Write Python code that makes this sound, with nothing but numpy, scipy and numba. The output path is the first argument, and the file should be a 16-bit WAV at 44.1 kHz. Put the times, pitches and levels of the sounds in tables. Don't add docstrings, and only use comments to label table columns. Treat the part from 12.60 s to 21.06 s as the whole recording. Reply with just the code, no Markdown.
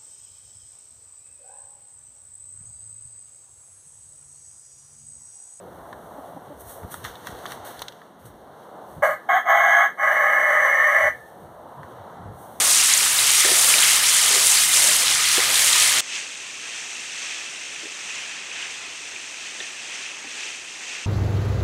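import sys
import numpy as np
from scipy import signal
from scipy.fft import rfft, irfft
from scipy.io import wavfile
from scipy.ndimage import uniform_filter1d, map_coordinates
from numba import njit

SR = 44100
rng = np.random.default_rng(int(sys.argv[2]) if len(sys.argv) > 2 else 0)


def output_pcm(signal):
    pcm = np.clip(np.atleast_2d(signal).T, -1, 1) * 32767
    wavfile.write(sys.argv[1], SR, np.round(pcm).astype(np.int16))


def to_linear_factor(level_db):
    exponent = np.asarray(level_db, float) / 20
    return 10 ** exponent


N = 373086
CUT_S = 3.4065


def unit(x):
    return x / np.sqrt(np.mean(x ** 2))


def colour(x, table, hollows=()):
    hz, db = np.transpose(table)
    f = np.fft.rfftfreq(len(x), 1 / SR) + 1
    humps = sum(gain / (1 + (2 * (f - centre) / width) ** 2) for centre, width, gain in hollows)
    gain_db = np.interp(np.log(f), np.log(hz), db) + humps
    return irfft(rfft(x) * to_linear_factor(gain_db), len(x))


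def walk(rate):
    hold = int(SR / rate)
    steps = np.repeat(rng.standard_normal(N // hold + 1), hold)
    smooth = uniform_filter1d(uniform_filter1d(steps, hold), hold)
    return unit(smooth[:N])


@njit
def ring(count, s, hz, t60, glide, size):
    y = np.zeros(count)
    for k in range(len(s)):
        steps = int(t60[k] * SR) + 2
        p = np.exp(2j * np.pi * hz[k] / SR - np.log(1000) / steps)
        turn = np.exp(2j * np.pi * hz[k] * glide[k] / steps / SR)
        z = size[k] + 0j
        start = int(s[k] * SR)
        for i in range(start, min(start + steps * 3 // 4, count)):
            y[i] += z.imag * min((i - start) * hz[k] / SR / 2, 1.)
            z *= p
            p *= turn
    return y


def surge(events, reach_oct, when, hz):
    gain = 0
    for s, db, half, mid in events:
        tighter = 1 + 0.14 * abs(np.log2(mid / 3000))
        late = (when - s) / half
        away = np.log2(hz / mid) / reach_oct * tighter
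        gain = gain + db * np.exp(-late ** 2 / 2 - away ** 2 / 2)
    return gain


def boil(s, events, reach_oct, drying_db, sizes_hz, per_ms, cycles, scatter_db, burst_db, patch_db, ring_spread):
    span = s[-1] - s[0]
    when, pitch, luck, sign, shape = rng.random((200000, 5))[:int(1000 * per_ms * span)].T
    when = max(s[0] - .03, 0) + (span + .05) * when
    hz = (14 + 116 * pitch) ** 2
    at = np.clip(when * SR, 0, N - 1).astype(int)
    place = np.interp(np.log(hz), np.log(sizes_hz), np.arange(len(sizes_hz)))
    swell = np.array([patch_db * walk(30)[at] for _ in sizes_hz])
    db = map_coordinates(swell, [place, np.arange(len(hz))], order=1)
    db = db + surge(events, reach_oct, when, hz)
    db = db + drying_db * (when - np.mean(s)) * np.clip(hz / 8000, 0, 1)
    db = db + burst_db * np.clip(hz / 8000, .3, 1) * walk(550)[at]
    db = db - scatter_db * np.log(1 - .997 * luck)
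    damping = np.clip(hz / 1500, .35, 1)
    size = np.sign(sign - .5) * to_linear_factor(db) * hz ** 0.66 / np.sqrt(damping)
    turns = cycles * (1 - 0.909 * shape) ** -ring_spread * damping
    return ring(N, when, hz, turns / hz, 0 * hz + 0.066, size)


def near_frying(close):
    # middle in seconds, gain in dB, half
    # length in seconds, bubble pitch in Hz.
    near_flares = [(.04, 5, .07, 700), (0.143, 3.5, 0.077, 7500), (0.756, 2.5, .08, 4000),
                   (0.963, 2, 0.093, 700), (1.062, 5.5, .07, 13400), (1.24, 4, 0.11, 1600),
                   (1.298, 2, .04, 8000), (1.61, 2, 0.12, 4500), (1.74, 2, 0.08, 600),
                   (1.882, 2.5, .05, 10200), (1.996, 2, 0.047, 2500), (2.037, 2.5, 0.023, 10500),
                   (2.27, 1, 0.097, 14500), (2.65, 1.5, 0.034, 5000), (2.184, 2.5, 0.076, 7600),
                   (2.226, 1.5, .04, 3500), (2.8, 3.5, 0.03, 1000), (3.027, 4, .06, 12000),
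                   (3.246, 1, 0.1, 13000), (3.195, 3, 0.092, 1990), (3.152, 4, 0.13, 7600),
                   (0.896, 1, 0.043, 2000)]
    # middle in seconds, gain in dB, half length in
    # seconds, bubble pitch in Hz.
    near_lulls = [(0.076, -3.5, 0.071, 2000), (0.263, -6, 0.039, 550), (.51, -3.5, 0.053, 4780),
                  (1.394, -3, 0.027, 2000), (1.397, -2, 0.026, 6460), (1.428, -3, 0.036, 520),
                  (.74, -2, .05, 480), (1.554, -0.5, 0.058, 9000), (1.7, -2, 0.05, 14000),
                  (2.066, -6.5, 0.051, 650), (2.095, -4.5, .03, 4300), (2.54, -4.5, 0.11, 13000),
                  (2.653, -6.5, .06, 510), (2.853, -2.5, 0.043, 9400), (3.366, -4, 0.025, 9000),
                  (3.1, -5.5, 0.23, 10000), (.2, -2.5, 0.061, 12000), (1.573, 0, 0.05, 550),
                  (2.38, -4, 0.019, 2000), (2.923, 0.5, 0.12, 15500)]
    near_sizes = (700, 2200, 8200, 12000)
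    near_span = (0., 3.4)
    # pitch in Hz, level in dB.
    near_tone = [(120, -44), (200, -20.5), (450, -12.5), (1030, -6.5), (1550, -5), (1750, -3), (3500, -.5),
                 (4600, -1.5), (7500, 1.5), (9000, 2.5), (10500, -2), (12300, -8), (15600, -16)]
    # pitch in Hz, width in Hz, gain in dB.
    near_air = [(1234, 52, 5.3), (2080, 76, 3.3), (3110, 72, 2.2)]
    bubbles = boil(near_span, near_flares + near_lulls, 0.87, 0, near_sizes, per_ms=32., cycles=15.7,
                   scatter_db=1.5, burst_db=1.0, patch_db=0.73, ring_spread=0.6)
    sizzle = colour(bubbles, near_tone, near_air)
    return to_linear_factor(-16.5) * sizzle / np.std(sizzle[close])


def rumble(table, db):
    return to_linear_factor(db + 0.64 * walk(2.76)) * unit(colour(rng.standard_normal(N), table))


def fire_and_forest(close):
    # pitch in Hz, level in dB per Hz.
    near_rumble = [(12, -45), (20, -5), (64, 9.5), (125, 12), (261, 3.5), (319, -2), (400, -46), (520, -32),
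                   (880, -120)]
    # pitch in Hz, level in dB per Hz.
    far_rumble = [(12, -56), (20, -26), (59, -20), (85, -14.5), (145, -12.5), (178, -10.5), (300, -13.5),
                  (390, -37), (660, -120)]
    return np.where(close, rumble(near_rumble, -51), rumble(far_rumble, -64.5))


def scrapes():
    # start in seconds, length in seconds, level in dB.
    strokes = [(-.03, 0.16, -40), (.4, 0.12, -49), (.87, 0.35, -39.5), (1.706, 0.18, -43),
               (2.132, 0.252, -40.5), (2.8, .16, -41), (2.98, .3, -50), (3.3, 0.13, -41.5)]
    # pitch in Hz, level in dB.
    bottom_hum = [(100, -22), (200, -11), (380, -12), (480, -4), (640, 0), (800, -11), (1200, -37)]
    edge_s = 0.027
    t = np.arange(N) / SR
    drag = np.zeros(N)
    for s, length, db in strokes:
        drag += to_linear_factor(db) * np.clip(np.minimum(t - s, s + length - t) / edge_s, 0, 1)
    stutter = to_linear_factor(2.3 * walk(60)) * rng.standard_normal(N)
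    return drag * unit(colour(stutter, bottom_hum))


def spits():
    # start in seconds, peak in dB, pitch in Hz.
    near_drops = [(0.172, 3, 7970), (.2379, 5.5, 8980), (.3242, 0, 9500), (0.336, 7, 7800),
                  (.3755, 4, 7500), (0.5872, -1, 3970), (.7033, 3, 7000), (.7467, -9, 2350),
                  (2.364, 2, 10100), (.8285, -8, 2160), (1.138, -1, 2470), (1.1827, 1, 3830),
                  (1.2221, 3, 8550), (1.2307, -2, 3220), (1.7355, -8, 2080), (1.7474, -4.5, 3880),
                  (1.869, 5, 7840), (1.8944, 3, 7800), (1.9125, 2, 7900), (1.9719, 0, 4530),
                  (2.17, -2, 6350), (2.4693, -5, 3100), (2.48, -2, 3800), (2.653, -1.5, 3230),
                  (2.802, -4.5, 2060), (3.044, 4, 8250), (3.1255, 4, 7800), (3.1293, 3, 3800),
                  (3.1982, 6, 7500), (2.7272, -2, 9000)]
    # start in seconds, peak in dB, pitch in Hz.
    far_drops = [(4.4955, -23, 2650), (5.1602, -19, 2590), (5.5042, -13.5, 2450), (5.554, -27, 6440),
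                 (5.913, -20, 2480), (5.9636, -16, 2540), (6.025, -14, 2700), (6.215, -18, 2500),
                 (6.5613, -17, 2500), (7.0015, -19, 3600), (7.3764, -22, 2500), (7.8309, -21, 2540),
                 (8.1043, -31, 2760)]
    s, db, hz = np.repeat(np.transpose(near_drops + far_drops), 9, axis=1)
    late, detune = rng.random((len(s), 2)).T
    hz = hz * (1 + 0.32 * np.clip(hz / 6000, .45, 1.3) * (detune - .5))
    cycles, spread_s = 43.0, .002
    return ring(N, s + spread_s * late, hz, cycles / hz, 0 * hz + .05, to_linear_factor(db - 13))


def spatula():
    # start in seconds, peak in dB, bottom pitch in Hz,
    # edge tick in dB, slap in dB.
    knocks = [(.847, -19.5, 399, -6, -2.5), (0.884, -27, 505, -2, -10), (0.912, -21.5, 376, -10, -9),
              (1.046, -33, 533, -20, -12), (1.704, -30, 400, -20, -17), (1.729, -31, 395, -20, -5),
              (1.759, -23, 393, -13, -11), (2.241, -28, 550, -20, -13), (2.777, -21, 391, -22, -4.5),
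              (5.229, -37, 328, -25, -7), (5.252, -35, 410, -24, -3), (7.003, -42.5, 400, 5.5, 2),
              (7.641, -39, 800, -18, -15), (7.644, -40, 294, -20, -7), (7.663, -42, 255, -20, -13),
              (7.853, -45, 360, -14, -2)]
    # multiple of its pitch, level in dB, time to fall 60 dB in seconds.
    bottom_rings = [(.55, -3.5, 0.053), (1, 13.5, 0.072), (1.12, -15, .05), (1.45, -4, 0.089),
                    (1.85, 2.5, 0.085), (2.4, -18, 0.037)]
    # pitch in Hz, level in dB, time to fall 60 dB in seconds.
    edge_rings = [(1230, -12, .04), (1810, 12, 0.04), (2150, 0, .03), (3100, -5, .02)]
    # pitch in Hz, level in dB.
    slap_tone = [(150, -44), (300, 7), (500, 10), (1000, -13), (2000, 2), (3500, -3), (5000, -40)]
    push_s = 0.0037
    out, age = np.zeros(N), np.arange(8192) / SR
    hz, db, t60 = np.array(edge_rings).T
    tick = ring(len(age), 0 * hz, hz, t60, 0 * hz, to_linear_factor(db))
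    for s, peak_db, pitch, tick_db, slap_db in knocks:
        multiple, db, t60 = np.array(bottom_rings).T
        hz = pitch * multiple
        thud = ring(len(age), 0 * hz, hz, t60, 0 * hz, to_linear_factor(db))
        thud *= 1 - np.exp(-age / push_s)
        slap = unit(colour(rng.standard_normal(len(age)), slap_tone))
        slap *= np.exp(-age / 0.019) * (1 - np.exp(-age / 0.00079))
        knock = thud / np.abs(thud).max() + to_linear_factor(tick_db) * tick + to_linear_factor(slap_db) * slap
        start = int(s * SR)
        out[start:start + len(age)] += to_linear_factor(peak_db) * knock
    return out


def far_frying(close):
    # middle in seconds, gain in dB, half length in seconds, bubble pitch
    # in Hz.
    far_strokes = [(3.56, 7.5, .045, 4000), (4.153, 3, 0.061, 2300), (4.38, 2, 0.14, 9000),
                   (4.684, 5, 0.11, 2780), (5.1, 1, 0.11, 2500), (5.623, 4.5, 0.14, 2880),
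                   (6.01, 5.5, 0.082, 2000), (6.137, 1.5, 0.027, 8000), (6.24, 4, .035, 2000),
                   (6.85, 1.5, 0.046, 2500), (7.015, 3.5, 0.035, 2500), (7.39, 3.5, 0.096, 2800),
                   (7.818, 4.5, 0.082, 3300), (8.338, 3.5, .07, 3020)]
    # middle in seconds, gain in dB, half length in
    # seconds, bubble pitch in Hz.
    far_lulls = [(3.777, -0.5, .07, 1800), (5.817, -3.5, 0.15, 10000), (6.243, -2.5, 0.05, 5500),
                 (7.596, -2, 0.097, 8000), (8.075, -2, 0.064, 2000)]
    far_sizes = (1000, 2700, 6500, 11500)
    far_span = (3.42, 8.46)
    # pitch in Hz, level in dB.
    far_tone = [(88, -50), (200, -17), (380, -10.5), (1400, -14), (1750, -7.5), (2300, -6.5), (3200, -6.5),
                (3850, -10.5), (4700, -12.5), (5500, -10), (7100, -10), (8550, -12), (9800, -27),
                (15000, -46),
                (15060, -60), (15160, -90)]
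    # pitch in Hz, width in Hz, gain in dB.
    far_air = [(2500, 210, 3.5), (2676, 235, 4.5), (1320, 91, 3), (594, 69, -1), (5990, 280, 3.5),
               (6420, 470, 3.5)]
    drying_db = -0.54
    bubbles = boil(far_span, far_strokes + far_lulls, 1.47, drying_db, far_sizes, per_ms=35., cycles=23.3,
                   scatter_db=-0.6, burst_db=-0.2, patch_db=0.26, ring_spread=0.25)
    sizzle = colour(bubbles, far_tone, far_air)
    return to_linear_factor(-34) * sizzle / np.std(sizzle[~close])


def scene():
    close = np.arange(N) < CUT_S * SR
    frying = np.where(close, near_frying(close), far_frying(close))
    mix = frying + fire_and_forest(close) + scrapes() + spits() + spatula()
    return mix[None]


def roll_off(x):
    return signal.sosfilt(signal.butter(12, 16330, fs=SR, output="sos"), x)


def record(dry):
    soft = np.tanh(1.125 * dry) / 1.082
    soft = signal.sosfilt(signal.butter(2, 22, "high", fs=SR, output="sos"), soft)
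    soft = signal.sosfilt(signal.ellip(12, .2, 90, 15720, fs=SR, output="sos"), soft)
    soft = soft * np.clip((N - np.arange(N)) / (.002 * SR), 0, 1)
    return roll_off(soft)


dry = scene()
out = record(dry)
output_pcm(out)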